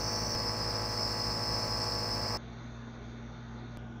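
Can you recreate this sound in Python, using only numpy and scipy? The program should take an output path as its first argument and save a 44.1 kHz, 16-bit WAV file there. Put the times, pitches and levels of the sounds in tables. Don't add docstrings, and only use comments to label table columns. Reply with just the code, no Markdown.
import sys
import numpy as np
from scipy import signal
from scipy.fft import rfft, irfft
from scipy.io import wavfile
from scipy.ndimage import map_coordinates

SR = 44100
rng = np.random.default_rng(int(sys.argv[2]) if len(sys.argv) > 2 else 0)


def unload_wav(signal):
    wavfile.write(
        sys.argv[1],
        SR,
        np.round(np.clip(np.atleast_2d(signal).T, -1, 1) * 32767).astype(np.int16),
    )


N = 176400

HISS_SHIFT_S, STOP_S, ROOM_SHIFT_S = 0.3522, 2.373, 3.7721
SHAFT_HZ, SHAFT_WANDER = 53.265, 0.00076

# (shaft multiple [-], relative level [dB])
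CASE_HARMONICS = [(1, -4.5), (2, 1), (3, -8), (4, -10.5), (5, -11), (6, -11), (7, -9.5), (8, -15.5),
                  (9, -4), (10, -28.5), (11, -10.5), (12, -9), (13, -9), (14, -25), (15, -12), (16, -3.5),
                  (17, -16.5), (18, -10.5), (19, -7), (20, -19.5), (21, -6.5), (22, -12), (23, -24.5),
                  (24, -13.5), (25, -16), (26, -60), (27, -33), (28, -46), (29, -16), (30, -16),
                  (31, -28.5), (32, -16.5), (33, -24.5), (34, -22), (35, -21), (36, -35), (37, -15),
                  (38, -38.5), (39, -60.5), (40, -36), (41, -22), (42, -49), (43, -32), (44, -37),
                  (45, -20), (46, -48), (47, -37), (48, -34), (49, -28), (50, -27), (51, -23), (52, -44)]
# (position [turns], relative level [dB])
TURN_KNOCKS = [(.39, -2.5), (.74, -2.5), (.97, -6.5)]
# (frequency [Hz], relative density [dB])
PUMP_SPECTRUM = [(25, -1), (90, -1), (200, -1), (400, -7.5), (520, 5), (660, 1), (850, -4.5), (1300, -5),
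                 (1450, -8.5), (2000, -7.5), (2700, -15), (3100, -20.5), (4000, -31)]
# (frequency [Hz], width [Hz], relative gain [dB])
CUP_EARLY_MODES = [(4475, 280, -8), (4705, 260, -6.5), (5210, 410, -0.5), (5440, 170, 0.5),
                   (5610, 130, -1.5), (5800, 140, -11), (5990, 290, -4)]
CUP_LATE_MODES = [(4155, 210, -18.5), (4452, 203, -9.5), (4600, 160, -9), (5057, 146, 0), (5193, 220, 0.5),
                  (5395, 210, -3), (5710, 73, -10), (6030, 290, -18), (6090, 320, -18.5)]
# (frequency [Hz], relative density [dB])
SPRAY_SPECTRUM = [(2500, -32), (3800, -25.5), (4300, 1.5), (6500, -3.5), (6950, -3), (7350, 1.5),
                  (7650, 8.5), (7980, -7.5), (8220, 6), (8550, -2.5), (9020, -3), (9250, 2.5), (9600, -4),
                  (9900, 2), (10350, -25.5), (11200, -24), (12000, -21), (13100, -16), (14000, -5),
                  (14700, 1), (15500, -3)]
# (frequency [Hz], relative gain [dB])
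SPRAY_EARLY_EQ = [(3000, 1), (7000, 1.5), (9500, 1.5), (12000, 2), (14000, 2), (15300, 6)]
# (time [s], gain [dB])
JET_ENVELOPE = [(0, 1), (.4, 0.2), (.8, 0.2), (1.05, 1), (1.4, 0.8), (1.85, 1.5), (2.15, -.3), (2.37, -0.4)]
# (time [s], peak [dB])
TICK_EVENTS = [(0.351, -25), (3.7724, -32)]
# (frequency [Hz], rms level [dB])
HUM_TONES = [(57.9, -52.5), (61.8, -62), (120, -48.5), (231.5, -51), (753, -70.5), (1214, -71),
             (1389, -72.5), (1447, -67), (1505, -69.5)]
# (frequency [Hz], relative density [dB])
ROOM_EARLY_SPECTRUM = [(25, -3), (70, -5.5), (150, -0.5), (230, -2), (330, -3.5), (520, -10), (850, -11),
                       (1100, -12.5), (1500, -13), (1800, -17.5), (2250, -17.5), (2480, -25.5), (2600, -23),
                       (2950, -29.5), (3300, -23.5), (3850, -22.5), (4200, -22.5), (4650, -29.5),
                       (4820, -30), (5120, -41), (5800, -27), (6100, -29), (6450, -24.5), (6750, -34.5),
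                       (7100, -45), (7700, -58.5), (16000, -65)]
ROOM_LATE_SPECTRUM = [(25, -11), (70, -2), (230, 0.5), (400, -4.5), (560, -11.5), (800, -8.5), (1100, -15),
                      (1350, -18), (1500, -10), (1800, -24), (2250, -23), (2800, -26), (3500, -20.5),
                      (4100, -32), (4800, -38), (5300, -37), (5750, -28), (6100, -36), (6550, -32),
                      (7100, -47), (7700, -60), (16000, -65)]
# (frequency [Hz], width [Hz], rms level [dB])
ROOM_RING_MODE = (3590, 180, -69)
# (delay [s], gain [dB])
NEAR_ECHOES = [(.0047, -16), (.0083, -16.5), (0.0118, -11.5), (0.0176, -17), (0.0244, -11.5)]


def case_buzz(turns, gain_db=-44, scatter_db=.84, bass_lag_s=.008, smear_rad=.55):
    tone = 0
    for k, db in CASE_HARMONICS:
        knocks = sum(undb(knock_db) * np.exp(-2j * np.pi * k * at) for at, knock_db in TURN_KNOCKS)
        cycles = k * turns - SHAFT_HZ * bass_lag_s * np.log(k)
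        phase_rad = np.angle(knocks) + smear_rad * rng.standard_normal()
        tone += undb(db) * np.cos(2 * np.pi * cycles + phase_rad)
    return np.sqrt(2) * tone * undb(gain_db - scatter_db * walk(25))


def pump_air(turns, decay_s=.0049, depth=.75):
    swell = sum(undb(db) * np.exp(-((turns - at) % 1) / SHAFT_HZ / decay_s) for at, db in TURN_KNOCKS)
    rush = (1 + depth * swell) * rng.standard_normal(N)
    return level(colour(rush, PUMP_SPECTRUM), -44.5)


def jet(t, sputter_hz=257, sputter_db=2):
    spurts = undb(sputter_db * walk(sputter_hz))
    spray = colour(spurts ** .45 * rng.standard_normal(N), SPRAY_SPECTRUM)
    before = level(cup_ring(spurts, CUP_EARLY_MODES), -38.5) + level(colour(spray, SPRAY_EARLY_EQ), -52.5)
    after = level(cup_ring(spurts, CUP_LATE_MODES), -38) + level(spray, -54)
    gain = undb(np.interp(t, *np.array(JET_ENVELOPE).T))
    return reflect(np.where(t < HISS_SHIFT_S, before, after)) * gain


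def cup_ring(spurts, modes):
    return sum(undb(db) * resonate(spurts * rng.standard_normal(N), hz, width_hz)
               for hz, width_hz, db in modes)


def ticks(t, decay_s=.0015):
    return sum(undb(db) * (t >= at_s) * np.exp(-np.abs(t - at_s) / decay_s) for at_s, db in TICK_EVENTS)


def room_hum(wander_hz=.35, waver_db=1):
    hum = 0
    for hz, db in HUM_TONES:
        cycles = np.cumsum(hz + wander_hz * walk(3.5)) / SR + rng.random()
        hum += np.sqrt(2) * undb(db + waver_db * walk(2.3)) * np.sin(2 * np.pi * cycles)
    return hum


def room_noise(t, rms_db=-49.5):
    air = flicker(reflect(rng.standard_normal(N)))
    ring_hz, width_hz, ring_db = ROOM_RING_MODE
    ring = level(resonate(rng.standard_normal(N), ring_hz, width_hz), ring_db) * (t >= STOP_S)
    early = level(colour(air, ROOM_EARLY_SPECTRUM), rms_db)
    late = level(colour(air, ROOM_LATE_SPECTRUM), rms_db)
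    return np.where(t < ROOM_SHIFT_S, early + ring, late)


def reflect(x, drift_s=.00002):
    echoes = 0
    for delay_s, db in NEAR_ECHOES:
        position = np.arange(N) - (delay_s + drift_s * walk(2.15)) * SR
        echoes += undb(db) * map_coordinates(x, [position], order=3, mode="mirror")
    return x + echoes


def flicker(x, depth_db=1.5, rate_hz=5.3):
    bin_hz = np.arange(N // 2 + 1) * SR / N
    band_position = 6 * np.log(1 + bin_hz / 500)
    spectrum = rfft(x)
    mix = 0
    for band in range(int(band_position[-1])):
        triangle = np.maximum(0, 1 - np.abs(band_position - band))
        mix += irfft(spectrum * triangle, N) * undb(depth_db * walk(rate_hz))
    return mix


def undb(db):
    return 10 ** (np.asarray(db) / 20)


def level(x, rms_db):
    return x * undb(rms_db) / np.sqrt(np.mean(x ** 2))


def walk(rate_hz):
    bin_hz = np.arange(N // 2 + 1) * SR / N
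    return level(irfft(rfft(rng.standard_normal(N)) / (1 + (bin_hz / rate_hz) ** 4), N), 0)


def colour(x, points):
    bin_hz = np.arange(N // 2 + 1) * SR / N
    hz, db = np.array(points).T
    gain = undb(np.interp(np.log(bin_hz + 1), np.log(hz), db))
    return irfft(rfft(x) * gain * bin_hz / np.hypot(bin_hz, 35), N)


def resonate(x, hz, width_hz):
    b, a = signal.iirpeak(hz, hz / width_hz, fs=SR)
    return signal.lfilter(b, a, signal.lfilter(b, a, x))


def scene():
    t = np.arange(N) / SR
    turns = np.cumsum(SHAFT_HZ * (1 + SHAFT_WANDER * walk(4.37))) / SR
    machine = case_buzz(turns) + pump_air(turns) + jet(t)
    return (machine * (t < STOP_S) + ticks(t) + room_hum() + room_noise(t))[None]


def record(dry, top_hz=15500):
    return signal.sosfilt(signal.ellip(10, .1, 80, top_hz, fs=SR, output="sos"), dry)


dry = scene()
out = record(dry)
unload_wav(out)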